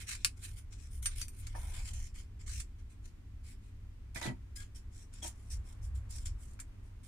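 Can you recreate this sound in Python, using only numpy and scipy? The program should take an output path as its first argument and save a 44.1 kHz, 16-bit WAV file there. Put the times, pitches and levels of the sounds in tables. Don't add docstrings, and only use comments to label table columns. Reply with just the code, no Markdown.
import sys
import numpy as np
from scipy import signal
from scipy.fft import rfft, irfft, next_fast_len
from scipy.io import wavfile
from scipy.ndimage import uniform_filter1d

SR = 44100
rng = np.random.default_rng(int(sys.argv[2]) if len(sys.argv) > 2 else 0)


def transcribe(u):
    v = np.clip(np.atleast_2d(u).T, -1, 1)
    q = np.round(v * 32767).astype(np.int16)
    wavfile.write(sys.argv[1], SR, q)


N = 311787
TIME = np.arange(N) / SR


# start t/s, rise t/s, length t/s, hiss level/dB,
# body re hiss level/dB, fizz re hiss level/dB, left re right level/dB
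RUBS = [(0.0, 0.0051, 0.013, -52.5, 3, 0.5, 0.5), (0.062, 0.037, 0.07, -46, 0.5, -4, 0.5),
        (0.18, 0.022, 0.098, -66, 0.5, -8, 4), (0.361, 0.012, 0.049, -67.5, -4, -2, 1),
        (0.409, 0.036, 0.045, -54, 1, 2.5, -1), (0.467, 0.009, 0.068, -69.5, -0.5, 4.5, 0),
        (0.556, 0.026, 0.025, -60, -1, 4.5, -1), (0.703, 0.021, 0.037, -59.5, -4.5, -10, 1),
        (0.769, 0.033, 0.1, -64.5, -5, -6.0, 3), (0.897, 0.032, 0.079, -67, -5, 7, 0),
        (1.02, 0.0078, 0.029, -55.5, -3, 7.5, -2), (1.073, 0.004, 0.065, -62.5, 3.5, -5, 1),
        (1.151, 0.024, 0.072, -55, -1, 5.5, -1), (1.292, 0.075, 0.075, -70.5, 1.5, 6.5, -1.5),
        (1.378, 0.005, 0.022, -62.5, -4.0, 6.5, 0), (1.41, 0.023, 0.12, -70.5, 4.5, -2, 2.0),
        (1.544, 0.019, 0.182, -63, 1, 4.5, 0), (1.713, 0.04, 0.087, -55, 0, -3, -0.5),
        (1.811, 0.065, 0.082, -51.0, -4.5, -5.0, 0), (1.927, 0.0078, 0.139, -57.0, -6.5, -6.5, 0.5),
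        (2.137, 0.015, 0.07, -60.5, -1.5, -3.5, 0.5), (2.389, 0.015, 0.028, -60.5, -4, -11.5, 0.5),
        (2.46, 0.011, 0.065, -51.5, -5.5, -7.5, -1.5), (2.523, 0.015, 0.079, -52.5, -6, -5, 2.5),
        (2.781, 0.006, 0.028, -76.5, 1, -3.5, 0), (2.892, 0.014, 0.028, -70.5, -1.5, -3, 0.0),
        (3.024, 0.036, 0.043, -64.0, -2, -3, 0.5), (3.427, 0.041, 0.094, -64.0, -1.5, -1.5, -1.0),
        (3.6, 0.04, 0.09, -79, 2, -1.5, -1.5), (4.143, 0.015, 0.042, -51.5, -0.5, -2.5, 0),
        (4.209, 0.004, 0.062, -52.5, 5.5, -2.5, -1.5), (4.554, 0.0081, 0.019, -50, -9, -3.5, 1.5),
        (4.595, 0.008, 0.032, -60.5, -0.5, -5, -1), (4.746, 0.011, 0.019, -55.5, -8.5, -4, -1),
        (4.908, 0.045, 0.12, -63, -9, -6.5, 1), (5.122, 0.011, 0.08, -63, -5, -9.0, 1),
        (5.222, 0.006, 0.05, -46.5, -8.5, -4.5, 0), (5.353, 0.0086, 0.16, -73.5, -7, -0.5, 0),
        (5.499, 0.006, 0.042, -53.0, -11.5, -5.5, 1.5), (5.634, 0.045, 0.091, -66, -4.5, -2, -1.5),
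        (5.811, 0.029, 0.046, -62.0, -12.5, -2.5, 0.5), (5.94, 0.014, 0.028, -63.5, -5.5, -2, -1),
        (6.089, 0.017, 0.098, -54.5, -11, -6, -0.5), (6.193, 0.02, 0.05, -66.5, -6.5, -2.5, 0.0),
        (6.251, 0.008, 0.011, -47.5, -10.5, -11, -0.5), (6.372, 0.068, 0.07, -61.5, -9.5, -1.5, 0.5),
        (6.466, 0.021, 0.059, -70, -16, -4, -2), (6.82, 0.02, 0.055, -79, -6.5, 1, 1),
        (7.03, 0.006, 0.042, -65.5, -5, 0.0, -3)]
# f/Hz, level/dB
HISS = [(2500, -34.5), (4000, -21.5), (5500, 2), (6500, -4), (7400, 5.5), (8200, 3), (9000, -17.5),
        (10000, -29)]
BODY = [(600, -11), (1000, 3.5), (1600, -3), (2200, 3), (3100, -2.5), (4000, -1), (5500, -15)]
FIZZ = [(7000, -18), (8500, -4), (9400, 2), (10500, -5), (12000, -14), (13500, -12), (15000, -15.5)]
RUB_RELEASE_DB_PER_S = 425


def rubbing():
    faces = np.array([beads(per_s=4600, spread_db=3.0, swell_db=2.5, swell_rate_hz=180) for side in range(2)])
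    slips = faces * from_db(4.3 * drift(70))
    ringing = changing_grip(slips, shift_db=1.87, shift_rate_hz=20)
    hiss = evened(coloured(ringing, HISS))
    body = evened(coloured(ringing, BODY))
    fizz = evened(coloured(slips, FIZZ))

    out = np.zeros((2, N))
    for start, rise, length, hiss_db, body_db, fizz_db, pan_db in RUBS:
        now = slice(int(max(start, 0) * SR), int((start + length + .5) * SR))
        gain = from_db(hiss_db) * stroke(start, rise, length, RUB_RELEASE_DB_PER_S)[now]
        mix = hiss[:, now] + from_db(body_db) * body[:, now] + from_db(fizz_db) * fizz[:, now]
        out[:, now] += panned(gain * mix, pan_db)
    return workshop(out, wet_db=-4.5, near_t60_s=0.062, far_t60_s=.14, far_db=-21)


def beads(per_s, spread_db, swell_db, swell_rate_hz):
    sizes = from_db(spread_db * np.minimum(rng.exponential(1, N), 4)) * rng.choice([-1, 1], N)
    happens = rng.random(N) < per_s / SR
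    return sizes * happens * from_db(swell_db * drift(swell_rate_hz))


def changing_grip(x, shift_db, shift_rate_hz):
    centres = np.geomspace(1500, 10500, num=12)
    relative_width = np.diff(np.log(centres))[0]
    out = 0
    for k, hz in enumerate(centres):
        out = out + (-1) ** k * resonate(x, hz, relative_width * hz) * from_db(shift_db * drift(shift_rate_hz))
    return out


def evened(x, size=900):
    power = np.abs(uniform_filter1d(np.mean(x ** 2, axis=0), size=size))
    return x / np.sqrt(power + 1e-9)


# start t/s, rise t/s, length t/s, level/dB
DRAGS = [(1.54, 0.0037, 0.017, -53.5), (1.567, .01, 0.055, -62.5), (1.617, .03, .18, -63.5),
         (1.8, .03, .2, -71), (4.15, .012, 0.021, -49), (4.21, .02, 0.083, -49), (5.215, 0.023, .055, -57)]
# f/Hz, level/dB
DRAG = [(300, -15.5), (450, 1), (600, 1), (950, 4.5), (1500, -4.5), (2500, -8), (5000, -60)]
DRAG_RELEASE_DB_PER_S = 382


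def dragging():
    faces = np.array([beads(per_s=6000, spread_db=1.5, swell_db=1.5, swell_rate_hz=140) for side in range(2)])
    gain = np.zeros(N)
    for start, rise, length, level_db in DRAGS:
        gain += from_db(level_db) * stroke(start, rise, length, DRAG_RELEASE_DB_PER_S)
    return workshop(gain * coloured(faces, DRAG), wet_db=1.0, near_t60_s=0.03, far_t60_s=0.14, far_db=-25)


# start t/s, length t/s, first f/Hz, last f/Hz, level/dB, octave re fundamental level/dB
SQUEAKS = [(4.157, 0.035, 2045, 1940, -48, -26), (4.218, 0.035, 2040, 1930, -45.5, -14),
           (4.25, 0.06, 1995, 1945, -43.5, -24), (4.222, 0.016, 3930, 3900, -47, -18),
           (4.268, 0.02, 3330, 3000, -49, -14), (4.255, 0.044, 870, 860, -55, -20),
           (4.565, 0.078, 1645, 1665, -56.5, -8), (4.559, 0.018, 5000, 5100, -52.5, -7),
           (5.22, 0.023, 3360, 3140, -49, -6)]


def squeaks(jitter=.013, flutter_db=3.2, wet_db=0):
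    out = np.zeros((2, N))
    wander, flutter = drift(1100), from_db(flutter_db * drift(170))
    for s, length, first_hz, last_hz, level_db, octave_db in SQUEAKS:
        u = np.linspace(0, 1, int(length * SR))
        now = slice(int(s * SR), int(s * SR) + len(u))
        pitch_hz = (first_hz + (last_hz - first_hz) * u) * (1 + jitter * wander[now])
        phase = 2 * np.pi * np.cumsum(pitch_hz) / SR
        tone = np.sin(phase) + from_db(octave_db) * np.sin(2 * phase)
        envelope = np.sqrt(np.abs(np.sin(np.pi * u)))
        out[:, now] += from_db(level_db) * envelope * flutter[now] * tone
    return workshop(out, wet_db)


# t/s, level before an 8 dB lift/dB, tilt level per octave/dB,
# crush decay by 60 dB t/s, left re right level/dB
SNAPS = [(0.015, -41, -2, 0.01, -6), (0.09, -22, -1.5, 0.031, -1), (0.15, -26, -2, 0.035, 1),
         (.2468, -5.5, 1.5, 0.0037, -0.5), (0.2494, -14.5, -3, 0.0026, 2), (0.438, -28, 4, 0.049, -1),
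         (1.057, -15.5, -2.5, 0.041, -1), (1.2148, -22, 1, 0.02, 1), (1.2825, -33.5, 1, 0.0043, 4),
         (1.468, -28.5, -1.5, 0.032, 1.5), (1.936, -32, 3, 0.018, -4), (2.601, -23, 2, 0.041, -4),
         (4.147, -34.5, 6, 0.01, -10), (4.159, -23.5, -13, 0.028, -8), (4.214, -25, -8.5, 0.024, 4),
         (4.252, -30, -2, 0.017, 1), (4.264, -26.5, -5.5, 0.012, 5), (5.137, -37, 3, 0.03, -3),
         (5.227, -37, 1.5, .02, -4), (5.278, -25.5, 10, .015, -2), (5.519, -31, 3, 0.054, -10),
         (6.107, -34.5, 7, .025, 1), (6.16, -34.5, 4, .035, -2), (6.2575, -30, 4, .012, 2),
         (6.268, -30, 2, .02, 2), (6.534, -45, 5, .005, 0), (6.591, -33.5, -11, 0.078, 1),
         (6.6, -25.5, 5, 0.026, -1)]
# f/Hz, bandwidth f/Hz, level/dB
FOAM = [(1533, 1000, -7.5), (2530, 430, -1), (4650, 3700, -6.5), (7500, 1110, 2), (9300, 820, -0.5),
        (14500, 2500, -22.5)]


def snaps(lowest_hz=1000, rise_s=0.00025):
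    out, t = np.zeros((2, N)), np.arange(SR // 20) / SR
    for s, level_db, tilt_db, crush_t60_s, pan_db in SNAPS:
        envelope = from_db(-60 * t / crush_t60_s) * (1 - np.exp(-t / rise_s))
        crush = rng.standard_normal((2, len(t))) * envelope
        snap = np.zeros_like(crush)
        for k, (hz, width_hz, mode_db) in enumerate(FOAM):
            gain = (-1) ** k * from_db(mode_db + tilt_db * np.log2(hz))
            snap += gain * resonate(crush, hz, width_hz)
        snap = signal.lfilter(*signal.butter(2, lowest_hz, "high", fs=SR), snap)
        snap /= np.linalg.norm(snap, axis=1, keepdims=True)
        add(out, s, panned(from_db(level_db + 8) * snap, pan_db))
    return workshop(out, wet_db=-1.5, near_t60_s=0.077, far_t60_s=0.15, far_db=-16)


# t/s, level/dB, most excited f/Hz, left re right level/dB
CLINKS = [(1.0588, -20.5, 8400, -1.5), (1.2148, -30, 5400, 3), (1.2825, -35.5, 12900, -8)]
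# f/Hz, level/dB, decay by 60 dB t/s
TOOL = [(2500, -7.5, 0.059), (4610, -5, 0.06), (5940, -4, 0.034), (6083, -11.5, 0.084), (8760, 0, 0.028),
        (8810, -0.5, .035), (9120, -2.5, 0.0151), (10560, -21.5, 0.0496), (12950, -10.5, .03)]


def tool_clinks():
    return blows(CLINKS, TOOL, reach_octaves=0.4, wet_db=1.5)


# t/s, level/dB, most excited f/Hz, left re right level/dB
KNOCKS = [(1.5505, -40, 1250, 2), (4.159, -42, 150, 0), (4.215, -40, 704, -4.5), (4.254, -35.5, 293, -2),
          (4.272, -28.5, 123, 0), (4.295, -31, 121, 5), (4.313, -36.5, 170, -3), (5.227, -48.5, 499, 1),
          (5.247, -43, 600, -1)]
# f/Hz, level/dB, decay by 60 dB t/s
BOARD = [(119, -1.5, 0.14), (191.6, -4.5, 0.12), (255.6, -4, 0.13), (342, -2, 0.077), (367, -14, 0.13),
         (590, -4, 0.11), (787, -6.5, 0.048), (934, -1, 0.097), (1226, -4.5, 0.03), (1750, -3, 0.029)]


def board_knocks():
    return blows(KNOCKS, BOARD, reach_octaves=1.0, wet_db=3.0)


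def blows(hits, modes, reach_octaves, wet_db):
    out, t = np.zeros((2, N)), np.arange(SR // 2) / SR
    hz, mode_db, t60_s = np.transpose(modes)[:, :, None]
    for s, level_db, favoured_hz, pan_db in hits:
        octaves_away = np.log2(hz / favoured_hz)
        strength = from_db(level_db + mode_db) / (1 + (octaves_away / reach_octaves) ** 2)
        signs = rng.choice([-1, 1], hz.shape)
        rings = strength * signs * np.sin(2 * np.pi * hz * t) * from_db(-60 * t / t60_s)
        add(out, s, panned(rings.sum(axis=0), pan_db))
    return workshop(out, wet_db)


# start t/s, rise t/s, length t/s, deep rumble level/dB, rumble level/dB
SWELLS = [(0.419, 0.063, 0.16, -52.5, -49), (0.726, 0.053, 0.12, -61, -46),
          (0.874, 0.083, 0.33, -42.5, -44.5), (1.192, 0.49, 0.84, -40.5, -44),
          (2.102, .05, 0.13, -47, -48.5), (2.453, 0.088, 0.1, -39.5, -39.5), (5.49, 0.071, 0.12, -46, -43),
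          (5.761, 0.12, 0.22, -47, -38), (6.027, .15, 0.32, -43.5, -43.5)]
SWELL_RELEASE_DB_PER_S = 110
DEEP_DB, RUMBLE_DB = -52, -51
# f/Hz, level/dB
DEEP = [(12, -11.5), (20, -5.5), (30, 0), (42, -5.5), (60, -30)]
RUMBLE = [(30, -23), (48, -4), (62, 3.5), (82, -5.5), (100, -6.5), (120, -16.5), (150, -35.5)]
AIR = [(200, -5.5), (450, 0.5), (700, -1), (1100, 0.5), (2000, -5.5), (4000, -19.5), (9000, -19)]
ROOM_TONE = [(100, -2), (150, -0.5), (195, -1), (270, -2), (330, -9.5), (400, -10), (550, -26), (2000, -24),
             (4000, -31), (9000, -35), (11500, -40), (15500, -40.5)]
ROOM_TONE_DB = -64.5
# t/s, level/dB
AIR_DB = [(0, -75.5), (3.9, -76.5), (5.1, -74), (5.7, -68.5), (6.3, -69.5), (7.07, -74)]
# f/Hz, level/dB
HUM = [(99.7, -57), (199.4, -78.5)]


def background():
    deep, rumble = from_db(DEEP_DB), from_db(RUMBLE_DB)
    for start, rise, length, deep_db, rumble_db in SWELLS:
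        swell = stroke(start, rise, length, SWELL_RELEASE_DB_PER_S)
        deep = np.hypot(deep, from_db(deep_db) * swell)
        rumble = np.hypot(rumble, from_db(rumble_db) * swell)
    low = deep * stereo_noise(DEEP) + rumble * stereo_noise(RUMBLE)
    air = from_db(np.interp(TIME, *np.transpose(AIR_DB))) * stereo_noise(AIR)
    hum = sum(from_db(db) * rms_one(np.sin(2 * np.pi * hz * TIME)) for hz, db in HUM)
    return low + air + hum + from_db(ROOM_TONE_DB) * stereo_noise(ROOM_TONE)


# f/Hz, side re mid level/dB
WIDTH = [(60, -26), (110, -16), (200, -8), (380, -4), (700, 5), (1290, -4), (2380, 2), (4400, 0.5),
         (8120, 0.5), (15000, 1)]


def stereo_noise(spectrum):
    mid, side = rng.standard_normal((2, N))
    side = shaped(side, WIDTH)
    return coloured(mid + side * [[1], [-1]], spectrum)


def workshop(x, wet_db, near_t60_s=0.057, far_t60_s=.18, far_db=-12):
    t = np.arange(SR // 4) / SR
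    near = from_db(-60 * t / near_t60_s)
    far = from_db(far_db - 60 * t / far_t60_s)
    decay = (near + far) * (t > .0007)
    echoes = rfft(rng.standard_normal((2, len(t))) * decay, 2 * len(t))
    echoes = irfft(echoes / np.sqrt(uniform_filter1d(np.abs(echoes) ** 2, size=400)))[:, :len(t)]
    wet = from_db(wet_db)
    reflected = signal.oaconvolve(np.atleast_2d(x), echoes, axes=1)[:, :N]
    return (x + wet * reflected) / np.hypot(1, wet)


def stroke(start_s, rise_s, length_s, release_db_per_s):
    t = TIME - start_s
    rise = np.clip(t / max(rise_s, 1 / SR), 0, 1)
    return rise * from_db(-np.clip(release_db_per_s * (t - length_s), 0, 200))


def resonate(x, hz, width_hz):
    r = np.exp(-np.pi * width_hz / SR)
    zeros = np.array([1, 0, -1]) * (1 - r * r) / 2
    poles = [1, -2 * r * np.cos(2 * np.pi * hz / SR), r * r]
    return signal.lfilter(zeros, poles, x)


def shaped(x, spectrum, skirt_power=0):
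    hz, level_db = np.transpose(spectrum)
    size = next_fast_len(N)
    f = np.maximum(np.arange(size // 2 + 1) * SR / size, 1)
    skirts = np.minimum(1, np.minimum(f / hz[0], hz[-1] / f)) ** skirt_power
    gain = skirts * from_db(np.interp(np.log(f), np.log(hz), level_db))
    return irfft(rfft(x, size) * gain, size)[..., :N]


def coloured(x, spectrum):
    return rms_one(shaped(x, spectrum, skirt_power=4))


def drift(rate_hz):
    knots = rng.standard_normal(int(N / SR * rate_hz) + 2)
    return rms_one(np.interp(TIME * rate_hz, np.arange(len(knots)), knots))


def panned(x, pan_db):
    gains = from_db(np.array([[.5], [-.5]]) * pan_db)
    return x * gains / np.sqrt(np.mean(gains ** 2, axis=0))


def add(out, s, sound):
    i = max(round(s * SR), 0)
    out[:, i:i + sound.shape[1]] += sound[:, :N - i]


def from_db(db):
    return 10 ** (np.asarray(db) / 20)


def rms_one(x):
    return x / np.sqrt(np.mean(x ** 2) + 1e-20)


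def scene():
    foam = rubbing() + dragging() + squeaks() + snaps()
    return foam + tool_clinks() + board_knocks() + background()


def record(dry):
    lowpass = signal.ellip(10, .2, 80, 15500, fs=SR, output="sos")
    return signal.sosfilt(lowpass, dry)


dry = scene()
out = record(dry)
transcribe(out)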